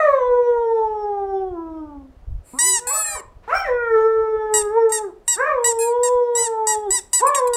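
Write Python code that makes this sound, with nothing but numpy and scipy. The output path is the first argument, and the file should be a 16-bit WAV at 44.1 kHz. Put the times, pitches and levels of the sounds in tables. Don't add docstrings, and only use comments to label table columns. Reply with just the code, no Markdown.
import sys
import numpy as np
from scipy import signal
from scipy.io import wavfile
from scipy.ndimage import uniform_filter1d

SR = 44100
rng = np.random.default_rng(int(sys.argv[2]) if len(sys.argv) > 2 else 0)


def log_audio(samples):
    frames = np.atleast_2d(samples).T
    limited = np.clip(frames, -1, 1)
    pcm = np.round(limited * 32767).astype(np.int16)
    wavfile.write(sys.argv[1], SR, pcm)


def voltage_ratio(decibels):
    exponent = np.asarray(decibels, float) / 20
    return 10 ** exponent


N = 333396

# freq_hz, gain_db
HISS_SPECTRUM = [(600, 4), (2500, -15.5), (16000, -33.5)]
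HISS_DB = -56.5
# time_s, level_db
RUMBLE_LEVEL = [(0, -51.5), (2.099, -44.5), (2.24, -42), (2.33, -23.5), (2.501, -52), (3.603, -41.5),
                (4.6, -43.5), (4.997, -53), (7.15, -55), (7.56, -49)]
# freq_hz, gain_db
RUMBLE_SPECTRUM = [(10, -12.5), (40, 3), (100, -11), (170, -29.5), (800, -79.5)]
# freq_hz, t60_s
ROOM_DECAY = [(500, 0.41), (8000, 0.25), (15000, 0.04)]

# start_s, length_s, level_db, first_pitch_hz, pitch_rise_hz
SQUEEZES = [(2.588, 0.21, -14, 946, 47), (4.539, 0.087, -12, 959.4, 1.3), (4.894, 0.04, -33, 950.2, 3.8),
            (4.921, 0.073, -15.5, 950.6, 3.8), (5.279, 0.085, -13.5, 952.9, 18),
            (5.643, 0.085, -13.5, 954, 26), (6.033, .058, -16.5, 951.7, 6.6), (6.352, 0.13, -17.5, 947, 49),
            (6.67, 0.088, -15.5, 951, 18), (6.906, 0.093, -15, 958, 35), (7.132, .082, -13, 963, 29),
            (7.347, .054, -16, 959, 4.7), (7.535, 0.15, -20.5, 956, 5)]
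# start_s, length_s, level_db, first_pitch_hz, pitch_rise_hz
REFILLS = [(2.87, 0.3368, -19, 845, 26), (5.788, 0.14, -24, 838.5, 2.5), (7.267, 0.041, -18.5, 857, 7.2),
           (7.473, 0.017, -20.5, 866, 2.2)]
# arch_share, swell_db, fade_db, pitch_sag_hz, second_tone_per_hz_of_rise, air_share
PRESS_STROKE = (1.07, 1.4, -2.3, 0.044, 0, .025)
RELAX_STROKE = (1.6, 3.5, -4, 42, .03, .07)
# freq_hz, gain_db
SQUEEZE_PIPE = [(960, -15.5), (1930, -14), (2900, -24), (3870, -18), (4830, -18), (5800, -13.5),
                (6760, -14.5), (7730, 1.5), (8700, -6.5), (9660, -15), (13500, -26.5), (15500, -38.5)]
# freq_hz, gain_db
REFILL_PIPE = [(850, -20.5), (1700, -22.5), (2550, -19), (3300, -34.5), (4400, -22.5), (5950, -32),
               (6800, -27.5), (7600, -2.5), (8500, -16.5), (9300, -5.5), (10500, -23.5), (13000, -19.5),
               (15500, -35)]
# start_s, length_s, level_db
LEAKS = [(2.425, 0.3, -49)]
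# start_s, length_s, level_db (before fades), centre_hz, width_hz
GRIT = [(6.912, 0.022, -29, 8400, 603), (7.145, 0.038, -25, 8500, 640), (7.14, 0.05, -42.5, 5100, 1500),
        (7.343, 0.012, -29, 2730, 770)]
STALL_S, STALL_HZ = 0.018, 84.2
WILT_S, WILT_DB, FIRM_HZ = 0.037, -13, 29.5
LEAK_DB, LEAK_BEFORE_S, LEAK_AFTER_S = -34.5, 0.009, 0.044

# start_s, level_db (before envelope), centre_hz, width_hz (one pass), decay_s
PUFFS = [(3.429, -50, 889, 1406, 0.12)]
# time_s, pitch_hz, effort_db, mouth_resonance_hz, fold_pressing (0-1)
HOWLS = [
    [(0.0, 635.2, -18.5, 1010, 0.89), (0.1, 565, -17, 1098, 0.47), (0.22, 497.9, -18, 900, 0.3),
     (0.5, 481, -19, 871.6, 0.24), (0.9, 431.2, -23, 903, 0.2), (1.25, 393.5, -27.5, 802, 0.47),
     (1.42, 383, -24.5, 822, 0.18), (1.5, 368.5, -30.5, 780, 0.3), (1.57, 333.8, -33, 950, 0.45),
     (1.77, 318.2, -28, 918, 0.13), (2.02, 271.4, -43, 885, 0.39), (2.1, 262, -53, 1110, 0.1)],
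    [(2.533, 235, -38, 1000, 0.7), (2.585, 293.2, -49, 1140, 1), (2.63, 306.7, -46.5, 1150, 0),
     (2.67, 390, -35.5, 997, 0), (2.74, 373.6, -40, 1400, 0), (2.8, 484, -49, 1000, 0.58),
     (2.89, 494.7, -33.5, 1190, 1), (2.92, 587, -41.5, 1120, 1), (2.96, 645, -32, 1304, 0.27),
     (3.02, 649.5, -43.5, 1290, 0.86), (3.05, 602.6, -47.5, 1870, 1), (3.145, 625.4, -44, 1140, 1),
     (3.168, 440.7, -45, 926, 0.72), (3.21, 377.5, -42.5, 1150, 0.26)],
    [(3.476, 411.8, -29.5, 900, 0.64), (3.505, 524.4, -22.5, 1546, 0.78), (3.545, 771, -23, 1242, 0.67),
     (3.6, 784.1, -27, 1240, 0.82), (3.65, 659.8, -40, 1985, 0.84), (3.69, 509.3, -16.5, 1370, 0.1),
     (3.73, 490.6, -21, 1396, 0.42), (3.82, 475, -23.5, 1444, 0.44), (3.97, 439.8, -12, 1320, 0.12),
     (4.1, 445.8, -16, 1346, 0.12), (4.3, 438.8, -20, 1300, 0.06), (4.55, 427.8, -19, 1098, 0.45),
     (4.69, 412, -23, 1166, 0.32), (4.78, 463, -16, 940, 0.45), (4.88, 441.5, -18.5, 1160, 0.35),
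     (5.02, 429.2, -27, 925.5, 0.5), (5.07, 386.6, -28, 1509, 0.04), (5.11, 321, -45, 945, 0.5)],
    [(5.36, 332.5, -36.5, 1156, 0.62), (5.4, 505.6, -23, 1340, 0.66), (5.47, 622, -27, 1340, 1),
     (5.53, 554, -25, 1270, 0.74), (5.59, 479, -24, 946, 0.16), (5.8, 453.3, -20.5, 893, 0),
     (5.95, 484.5, -20.5, 928, 0.15), (6.12, 495.2, -19.5, 963, 0.01), (6.35, 475.2, -23, 890, 0.18),
     (6.55, 443.7, -26, 900, 0.46), (6.85, 420.5, -26.5, 790, 0.27), (6.9, 378.8, -23.5, 919, 0.28),
     (6.99, 356.5, -105, 772, 0.6)],
    [(7.2, 334, -39.5, 1120, 0.87), (7.23, 511.2, -20, 970, 0.49), (7.3, 592.3, -23.5, 1240, 0.71),
     (7.36, 560.8, -26.5, 1227, 0.88), (7.41, 501.8, -19.5, 965, 0.19), (7.56, 475.8, -21.5, 820, 0.34)],
]
FACING_DB = [-9.5, -14, -12.5, -8, -11.5]
PANTING_DB = [-33, -26, -27, -31.5, -33]
FOLDS_DB = [0.5, -21.5, -33.5]
BRIGHT_DB = [-2.5, 18, 31]
# freq_hz, level_db
THROAT = [(1900, -40.5), (2900, -49.5), (3400, -37.5), (3900, -51.5), (4900, -74.5), (5400, -40),
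          (5900, -54.5), (7400, -60.5), (10000, -67)]
# freq_hz, gain_db
BREATH_SPECTRUM = [(200, -14.5), (2400, -13.5), (3200, -21.5), (3900, -19), (4900, -26), (5700, -23),
                   (16000, -37)]
MOUTH_DB, MOUTH_WIDTH_HZ = 15.5, 88
LIFT_SHARE, SINK_S = 0.11, 0.7
RASP_DB, RASP_S = 2.2, 0.005
SOFT_DB, DULLING = -23.5, 1
CALM_BREATH_DB, LOUD_DB = -50, -16


def read(points, hz):
    table_hz, value = np.transpose(points)
    return np.interp(np.log(hz + 1), np.log(table_hz + 1), value)


def evened(x):
    return x / np.sqrt(np.mean(x ** 2) + 1e-20)


def add(mix, start_s, sound):
    part = mix[round(start_s * SR):][:len(sound)]
    part += sound[:len(part)]


def coloured(x, points, size=1024):
    log_gain = np.log(voltage_ratio(read(points, abs(np.fft.fftfreq(size, 1 / SR)))))
    phase = -np.imag(signal.hilbert(log_gain))
    taps = np.fft.ifft(np.exp(log_gain + 1j * phase)).real
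    return signal.oaconvolve(x, taps[:size // 2])[:len(x)]


def wander(count, period_s):
    span = round(period_s * SR)
    once = uniform_filter1d(rng.standard_normal(count), span)
    return evened(uniform_filter1d(once, span))


def hiss():
    return voltage_ratio(HISS_DB) * evened(coloured(rng.standard_normal(N), HISS_SPECTRUM, size=4096))


def rumble():
    time_s, level_db = np.transpose(RUMBLE_LEVEL)
    noise = evened(coloured(rng.standard_normal(N), RUMBLE_SPECTRUM, size=16384))
    lumpy = evened(noise * voltage_ratio(5 * wander(N, 0.025)))
    return voltage_ratio(np.interp(np.arange(N) / SR, time_s, level_db)) * lumpy


def room(x):
    taps = np.zeros(SR)
    at = np.arange(260, SR - 20, 20)
    taps[at + rng.integers(0, 20, len(at))] = rng.choice([-1., 1.], len(at))
    hz, t, z = signal.stft(taps, SR, nperseg=256)
    decay = voltage_ratio(-60 * t / read(ROOM_DECAY, hz)[:, None])
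    tail = signal.istft(z * decay, SR, nperseg=256)[1]
    return signal.fftconvolve(x, tail / np.linalg.norm(tail))[:N]


def squeak(start_s, length_s, level_db, first_hz, rise_hz, stroke, pipe):
    arch_share, swell_db, fade_db, sag_hz, flutter, air_share = stroke
    t = np.arange(-0.001, length_s + 0.003, 1 / SR)
    u = np.clip(t / length_s, 0, 1)
    to_end_s = np.minimum(t - length_s, 0)
    stall = np.exp(to_end_s / STALL_S)
    arch = np.sin(np.pi * arch_share * u)
    hz = first_hz + rise_hz * arch - sag_hz * u ** 2 - STALL_HZ * stall
    wilt = np.exp(to_end_s * (1 + rise_hz / FIRM_HZ) / WILT_S)
    envelope_db = level_db + swell_db * (arch - 1) + fade_db * u + WILT_DB * wilt

    phase = 2 * np.pi * np.cumsum(hz * (1 + 0.0012 * wander(len(t), 0.004))) / SR
    snaps = np.zeros(len(t))
    for k in range(1, 20):
        partial_db = 3.0 * wander(len(t), 0.028) - 3.2 * max(k - 10, 0) * u ** 2
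        snaps += voltage_ratio(partial_db) * np.cos(k * phase)
    apart = 0.46 * np.maximum(1 - ((u - 0.2) / 0.56) ** 2, 0)
    beat = 2 * np.pi * np.cumsum(hz * apart) / SR
    snaps += flutter * rise_hz * apart * sum(np.cos(k * phase + beat) for k in range(4, 7))

    air = (air_share + 0.08 * u ** 3 + 0.7 * stall ** 2.2) * rng.standard_normal(len(t))
    tone = coloured(evened(snaps) + air, pipe)
    tone /= np.sqrt(uniform_filter1d(tone ** 2, size=600))
    ends = np.minimum(1, np.minimum((t - t[0]) / 0.0014, (t[-1] - t) / 0.0036))
    return start_s + t[0], voltage_ratio(envelope_db) * ends * tone


def grit(length_s, level_db, centre_hz, width_hz):
    count = round(length_s * SR)
    band_hz = [centre_hz - width_hz / 2, centre_hz + width_hz / 2]
    b, a = signal.butter(2, band_hz, "band", fs=SR)
    whistle = evened(signal.lfilter(b, a, rng.standard_normal(count)))
    return voltage_ratio(level_db) * whistle * signal.windows.tukey(count, 0.5)


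def leaking_air():
    level, t = np.zeros(N), np.arange(N) / SR
    for start_s, length_s, level_db, *_ in SQUEEZES:
        after = np.minimum((start_s + length_s - t) / LEAK_AFTER_S, 0)
        level += voltage_ratio(level_db + LEAK_DB) * np.exp(np.minimum((t - start_s) / LEAK_BEFORE_S, after))
    for start_s, length_s, level_db in LEAKS:
        add(level, start_s, voltage_ratio(level_db) * signal.windows.tukey(round(length_s * SR), 0.5))
    return level * evened(coloured(rng.standard_normal(N), REFILL_PIPE))


def toy():
    out = np.zeros(N)
    for row in SQUEEZES:
        add(out, *squeak(*row, PRESS_STROKE, SQUEEZE_PIPE))
    for row in REFILLS:
        add(out, *squeak(*row, RELAX_STROKE, REFILL_PIPE))
    for start_s, *shape in GRIT:
        add(out, start_s, grit(*shape))
    return out + leaking_air()


def puffs():
    out = np.zeros(N)
    for start_s, level_db, centre_hz, width_hz, decay_s in PUFFS:
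        b, a = signal.iirpeak(centre_hz, centre_hz / width_hz, SR)
        u = np.arange(round(3 * decay_s * SR)) / (decay_s * SR)
        noise = signal.lfilter(b, a, signal.lfilter(b, a, rng.standard_normal(len(u))))
        add(out, start_s, voltage_ratio(level_db) * evened(noise) * np.minimum(12 * u, 1) * np.exp(-2 * u))
    return out


def howl(rows, facing_db, panting_db):
    time_s, *columns = np.transpose(rows)
    t = np.arange(time_s[0], time_s[-1], 1 / SR)
    count = len(t)
    hz, effort_db, mouth_hz, pressed = (
        uniform_filter1d(np.interp(t, time_s, c), size=700, mode="nearest") for c in columns)
    glide = uniform_filter1d(abs(np.gradient(np.log(hz))) * SR, size=3000)
    strain = np.clip((hz - 500) / 200 + glide / 8, 0.02, 1)
    height = np.clip((hz - 520) / 250, 0, 1)
    tremble = (0.001 + 0.005 * strain) * wander(count, 0.02)
    tremble += (0.003 * strain + 0.004 * height * glide) * wander(count, 0.003)
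    phase = 2 * np.pi * np.cumsum(hz * (1 + tremble)) / SR

    def mouth_db(k):
        return MOUTH_DB / (1 + ((k * hz - mouth_hz) / MOUTH_WIDTH_HZ) ** 2)

    low = np.array([voltage_ratio(effort_db + db + bright_db * pressed + mouth_db(k))
                    for k, (db, bright_db) in enumerate(zip(FOLDS_DB, BRIGHT_DB), 1)])
    strength = np.sqrt(uniform_filter1d((low ** 2).sum(0), size=4000))
    fourth = low[2] * voltage_ratio(-8 - 8 * height + mouth_db(4))
    fifth = fourth * voltage_ratio(-16 + 6 * pressed - 22 * height)
    voice = np.zeros(count)
    for k, gain in enumerate((*low, fourth, fifth), 1):
        waver_db = (1.7 + 2.5 * strain) * wander(count, 0.03)
        rasp_db = RASP_DB * strain * pressed * wander(count, RASP_S)
        voice += gain * voltage_ratio(waver_db + rasp_db) * np.cos(k * phase)

    treble_db = facing_db + DULLING * np.minimum(effort_db - SOFT_DB, 0) * (1 - pressed)
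    lift = 1 + LIFT_SHARE * np.maximum(1 - (t / SINK_S) ** 2, 0)
    for k in range(6, 28):
        waver_db = 5.5 * wander(count, 0.045)
        partial_db = read(THROAT, k * hz / lift) + 39.8 * height ** 1.4 + treble_db + waver_db
        voice += strength * voltage_ratio(partial_db) * np.cos(k * phase)

    pulsed_noise = np.exp(np.cos(phase)) * rng.standard_normal(count)
    breath = evened(coloured(pulsed_noise, BREATH_SPECTRUM))
    puffing = voltage_ratio(CALM_BREATH_DB + 2 * np.maximum(effort_db - LOUD_DB, 0)) + voltage_ratio(panting_db) * strain
    sound = np.sqrt(2) * voice + puffing * strength * breath
    sound *= signal.windows.tukey(count, 0.008 / (time_s[-1] - time_s[0]))
    upward = 0.06 + 0.25 * strain
    return time_s[0], sound * np.sqrt(1 - upward), sound * np.sqrt(upward)


def scene():
    direct = puffs()
    upward = direct / 2
    for rows, facing_db, panting_db in zip(HOWLS, FACING_DB, PANTING_DB):
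        start_s, forward, up = howl(rows, facing_db, panting_db)
        add(direct, start_s, forward)
        add(upward, start_s, up)
    squeaks = toy()
    dog = direct + room(upward)
    near_toy = squeaks + voltage_ratio(-19.5) * room(squeaks)
    mix = dog + near_toy + hiss() + rumble()
    return np.array([mix, mix])


def roll_off(x):
    return signal.sosfilt(signal.butter(12, 15980, fs=SR, output="sos"), x)


def record(dry):
    hz, _, z = signal.stft(dry[0], SR, nperseg=1024, noverlap=768)
    power = uniform_filter1d(abs(z) ** 2, size=3, axis=1)
    threshold_db = -44.75 - 17.0 * np.log2(1 + hz / 1500)
    threshold = 10 ** (threshold_db / 10)[:, None] * power.sum(0)
    gain = 0.25 + 0.7256 * power / (power + threshold)
    kept = signal.istft(z * gain, nperseg=1024, noverlap=768)[1][:N]
    low_pass = signal.firwin(511, 15900, window=("kaiser", 9), fs=SR)
    mono = signal.oaconvolve(kept, low_pass, "same")
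    return roll_off(np.array([mono, mono]))


dry = scene()
out = record(dry)
log_audio(out)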